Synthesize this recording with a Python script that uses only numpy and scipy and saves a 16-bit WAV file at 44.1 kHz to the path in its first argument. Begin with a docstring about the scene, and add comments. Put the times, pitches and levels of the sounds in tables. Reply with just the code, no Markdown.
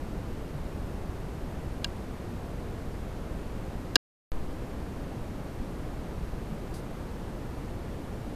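"""Trail camera by a pond at night

Dull, steady hiss with the faint throb (supply sag) and whine (switching) of the camera's electronics.
The plastic housing clicks twice and rings in short modes. On the second, louder click the sound
stops dead, then returns with a soft pop. Later a brief rustle, perhaps a perched owl's feathers."""
import sys
import numpy as np
from scipy import signal
from scipy.fft import rfft, irfft
from scipy.io import wavfile

SR = 44100
rng = np.random.default_rng(int(sys.argv[2]) if len(sys.argv) > 2 else 0)


def unload_wav(signal):
    """Save mono or channel-first audio to the path in sys.argv[1] as 16-bit WAV at rate SR, clipped to [-1, 1]."""
    wavfile.write(
        sys.argv[1],
        SR,
        np.round(np.clip(np.atleast_2d(signal).T, -1, 1) * 32767).astype(np.int16),
    )


N = 368235
TIME = np.arange(N) / SR

# hiss spectrum: (frequency [Hz], relative density [dB])
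HISS_SPECTRUM = [(10, -1), (40, 2), (100, -1), (200, -4), (320, -7), (500, -11), (1000, -19), (2000, -27.5),
                 (3500, -34.5), (4700, -37), (6200, -40), (9000, -42), (12000, -43.9), (14000, -43.8)]
# swells in the rumble: (centre [s], pitch [Hz], peak [dB])
RUMBLE_SWELLS = [(0.560, 140, -32.5), (5.628, 265, -35.5), (6.512, 240, -36), (6.530, 150, -34)]
# switching harmonics: (harmonic number, relative level [dB])
WHINE_HARMONICS = [(6, -83), (7, -87), (8, -83.5), (9, -80), (10, -81), (12, -85), (13, -90.5), (14, -82.5),
                   (15, -86.5), (16, -90), (17, -90), (18, -83), (19, -89.5), (20, -85.5), (22, -90.5),
                   (23, -86), (24, -88.5), (25, -87.5), (26, -91.5), (27, -87.5), (28, -87), (29, -86.5),
                   (30, -85)]
# throb delay behind its beat: (time [s], lag [s])
THROB_LAG_CURVE = [(0, .0026), (3.9, .0014), (4.4, .004), (4.92, 0.0041), (5.1, .0145), (5.6, .0184),
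                   (7.45, .017), (7.62, .011), (8.15, .002)]
# rustle, flick spectrum: (frequency [Hz], relative density [dB])
FLICK_SPECTRUM = [(2500, -24), (4100, -12), (5050, 3), (6300, -10), (10500, -13), (14000, -19)]
# rustle, brush spectrum: (frequency [Hz], relative density [dB])
BRUSH_SPECTRUM = [(1500, -22), (3300, -7), (5000, 1), (6500, -5), (8500, -3), (11000, -3), (14000, -14.5)]
# plastic shell modes: (frequency [Hz], relative level [dB], T60 [s])
HOUSING_MODES = [(316, -10, .07), (462, -10.5, .036), (712, -14.5, 0.026), (947, -15.5, 0.039),
                 (1198, -10.5, .018), (1614, -2, .023), (1849, -17.5, .035), (2393, -10, 0.015),
                 (2802, -5.5, 0.021), (2970, -10.5, .0115), (3320, -5.6, 0.0082), (3720, -25, .02),
                 (4043, -1.7, .0093), (4081, -0.5, 0.0031), (4650, -13.5, .0189), (4833, -4.6, 0.0064),
                 (5195, -7.3, .0116), (5636, -16.9, .011), (6320, -6, .0059), (6610, -17.5, 0.014),
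                 (7130, -7, .0095), (7530, -20, .014), (8220, -11.6, .0086), (9420, -16.5, .0065),
                 (10530, -17, 0.0059), (11414, -18.5, .0036), (12106, -20.8, .0081), (13435, -22, .003)]
# clicks: (time [s], strength [dB], tilt [dB/octave], contact pitch [Hz])
HOUSING_CLICKS = [(1.8439, -9.5, 1.1, 3620), (3.9562, 4.3, -0.76, 4400)]


def from_db(db):
    """Decibels to gain."""
    return 10 ** (np.asarray(db) / 20)


def unit_rms(x):
    """Scale to rms 1."""
    return x / np.sqrt(np.mean(x ** 2) + 1e-20)


def since(start_s):
    """Seconds since start_s, zero before."""
    return np.maximum(TIME - start_s, 0)


def noise(spectrum):
    """Noise shaped by (frequency [Hz], level [dB]) points; rms 1."""
    hz, db = np.transpose(spectrum)
    bins_hz = np.maximum(np.fft.rfftfreq(N, 1 / SR), 1)
    gain = from_db(np.interp(np.log(bins_hz), np.log(hz), db))
    return unit_rms(irfft(rfft(rng.standard_normal(N)) * gain, N))


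def drift(rate_hz):
    """Random wander, mostly below rate_hz; rms 1."""
    bins_hz = np.fft.rfftfreq(N, 1 / SR)
    return unit_rms(irfft(rfft(rng.standard_normal(N)) / (1 + (bins_hz / rate_hz) ** 2), N))


def wavering_phase(hz, waver, rate_hz):
    """Phase [rad] of an unsteady tone; waver is the rms pitch deviation as a fraction."""
    return 2 * np.pi * np.cumsum(hz * (1 + waver * drift(rate_hz))) / SR


def hiss(rms_db=-37):
    """Steady noise floor, strongest in the low rumble."""
    return from_db(rms_db) * noise(HISS_SPECTRUM)


def swells(width_s=.021):
    """The rumble gathers briefly round one low pitch."""
    out = np.zeros(N)
    for centre_s, hz, peak_db in RUMBLE_SWELLS:
        envelope = from_db(peak_db) * np.exp(-((TIME - centre_s) / width_s) ** 2)
        out += envelope * np.sin(wavering_phase(hz, waver=.12, rate_hz=41.2))
    return out


def hum(centre_s=4.7, width_s=.33, pitch_hz=287, peak_db=-50):
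    """A faint low tone rises and fades once."""
    envelope = from_db(peak_db) * np.exp(-((TIME - centre_s) / width_s) ** 2)
    return envelope * np.sin(wavering_phase(pitch_hz, waver=.005, rate_hz=2.5))


def whine(switching_hz=460.27, gain_db=1):
    """The switching cycle leaves thin, slightly unsteady treble harmonics."""
    phase = wavering_phase(switching_hz, waver=.0007, rate_hz=8)
    lines = sum(from_db(db) * np.sin(k * phase + rng.uniform(0, 2 * np.pi)) for k, db in WHINE_HARMONICS)
    return from_db(gain_db) * np.sqrt(2) * lines


def throb(rate_hz=20.69, gain_db=-32, spread_db=3, sag_s=.002, rebound_s=.0038, rebound_delay_s=.0085):
    """The supply sags under a regular load and rebounds, never twice equally."""
    lag_s = np.interp(TIME, *np.transpose(THROB_LAG_CURVE))
    cycles = np.maximum(TIME - lag_s, 0) * rate_hz
    from_sag_s = (cycles % 1 - .5) / rate_hz
    sag = .59 * np.exp(-(from_sag_s / sag_s) ** 2)
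    rebound = np.exp(-np.abs(from_sag_s - rebound_delay_s) / rebound_s)
    cycle_db = gain_db + spread_db * rng.standard_normal(N)[cycles.astype(int)]
    pulses = (rebound - sag) * from_db(cycle_db)
    return pulses - pulses.mean()


def rustle(start_s=6.737, brush_db=-52, flick_db=-49, grain_db=1):
    """A crisp flick opens a bright, grainy brush that sags, then dies away."""
    attack_s, hold_s, sag_db_per_s, release_db_per_s = .004, .056, 65, 700
    flick_s, flick_t60_s = start_s + .0058, .02
    age_s = since(start_s)
    fade_db = sag_db_per_s * age_s + release_db_per_s * since(start_s + hold_s)
    envelope = np.minimum(age_s / attack_s, 1) * from_db(brush_db - fade_db)
    brush = envelope * unit_rms(noise(BRUSH_SPECTRUM) * from_db(grain_db * drift(rate_hz=300)))
    flick_decay = (TIME >= flick_s) * from_db(-60 * since(flick_s) / flick_t60_s)
    flick = from_db(flick_db) * flick_decay * noise(FLICK_SPECTRUM)
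    return brush + flick


def clicks(travel_s=.00027, rise_per_t60=.44, contact_db=9.6, spread_db=.3):
    """Each click sends bending waves through the housing, which rings in short modes."""
    out, size = np.zeros(N), SR // 10
    hz, mode_db, t60_s = np.transpose(HOUSING_MODES)[:, :, None]
    pitch_ratio = hz / np.median(hz)
    arrival_s = travel_s / np.sqrt(pitch_ratio)  # low bending waves arrive later
    age_s = np.maximum(np.arange(size) / SR - arrival_s, 0)
    polarity = (-1) ** np.arange(len(hz))[:, None]  # adjacent modes in antiphase
    rise = 1 - np.exp(-age_s / (rise_per_t60 * t60_s))
    rings = polarity * rise * from_db(-60 * age_s / t60_s) * np.sin(2 * np.pi * hz * age_s)
    for start_s, strength_db, tilt_db_per_octave, contact_hz in HOUSING_CLICKS:
        nearness = np.exp(-(2 * np.log2(hz / contact_hz)) ** 2)  # contact favours nearby modes
        drive_db = strength_db + tilt_db_per_octave * np.log2(pitch_ratio) + contact_db * nearness
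        gain = from_db(mode_db + drive_db + spread_db * rng.standard_normal(hz.shape))
        at = round(start_s * SR)
        out[at:at + size] += (gain * rings).sum(axis=0)
    return out


def scene():
    """Mono mix: noise floor and electronics under the clicks and the rustle."""
    return (hiss() + whine() + throb() + clicks() + rustle() + swells() + hum())[None]


def record(dry, stop_s=3.967, resume_s=4.3187, ceiling=.56, cutoff_hz=13920):
    """The camera soft-clips, pauses, restarts with a settling DC offset (the pop) and low-passes."""
    stop_fade_s, offset_db, settle_s = .0006, -25, .115
    clipped = dry / (1 + (dry / ceiling) ** 4) ** .25
    resumed = TIME >= resume_s
    offset = -from_db(offset_db) * np.exp(-since(resume_s) / settle_s) * resumed
    gate = np.clip((stop_s - TIME) / stop_fade_s, 0, 1) + resumed
    low_pass = signal.firwin(1023, cutoff_hz, window="blackman", fs=SR)
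    return signal.fftconvolve((clipped + offset) * gate, low_pass[None], mode="same")


dry = scene()
out = record(dry)
unload_wav(out)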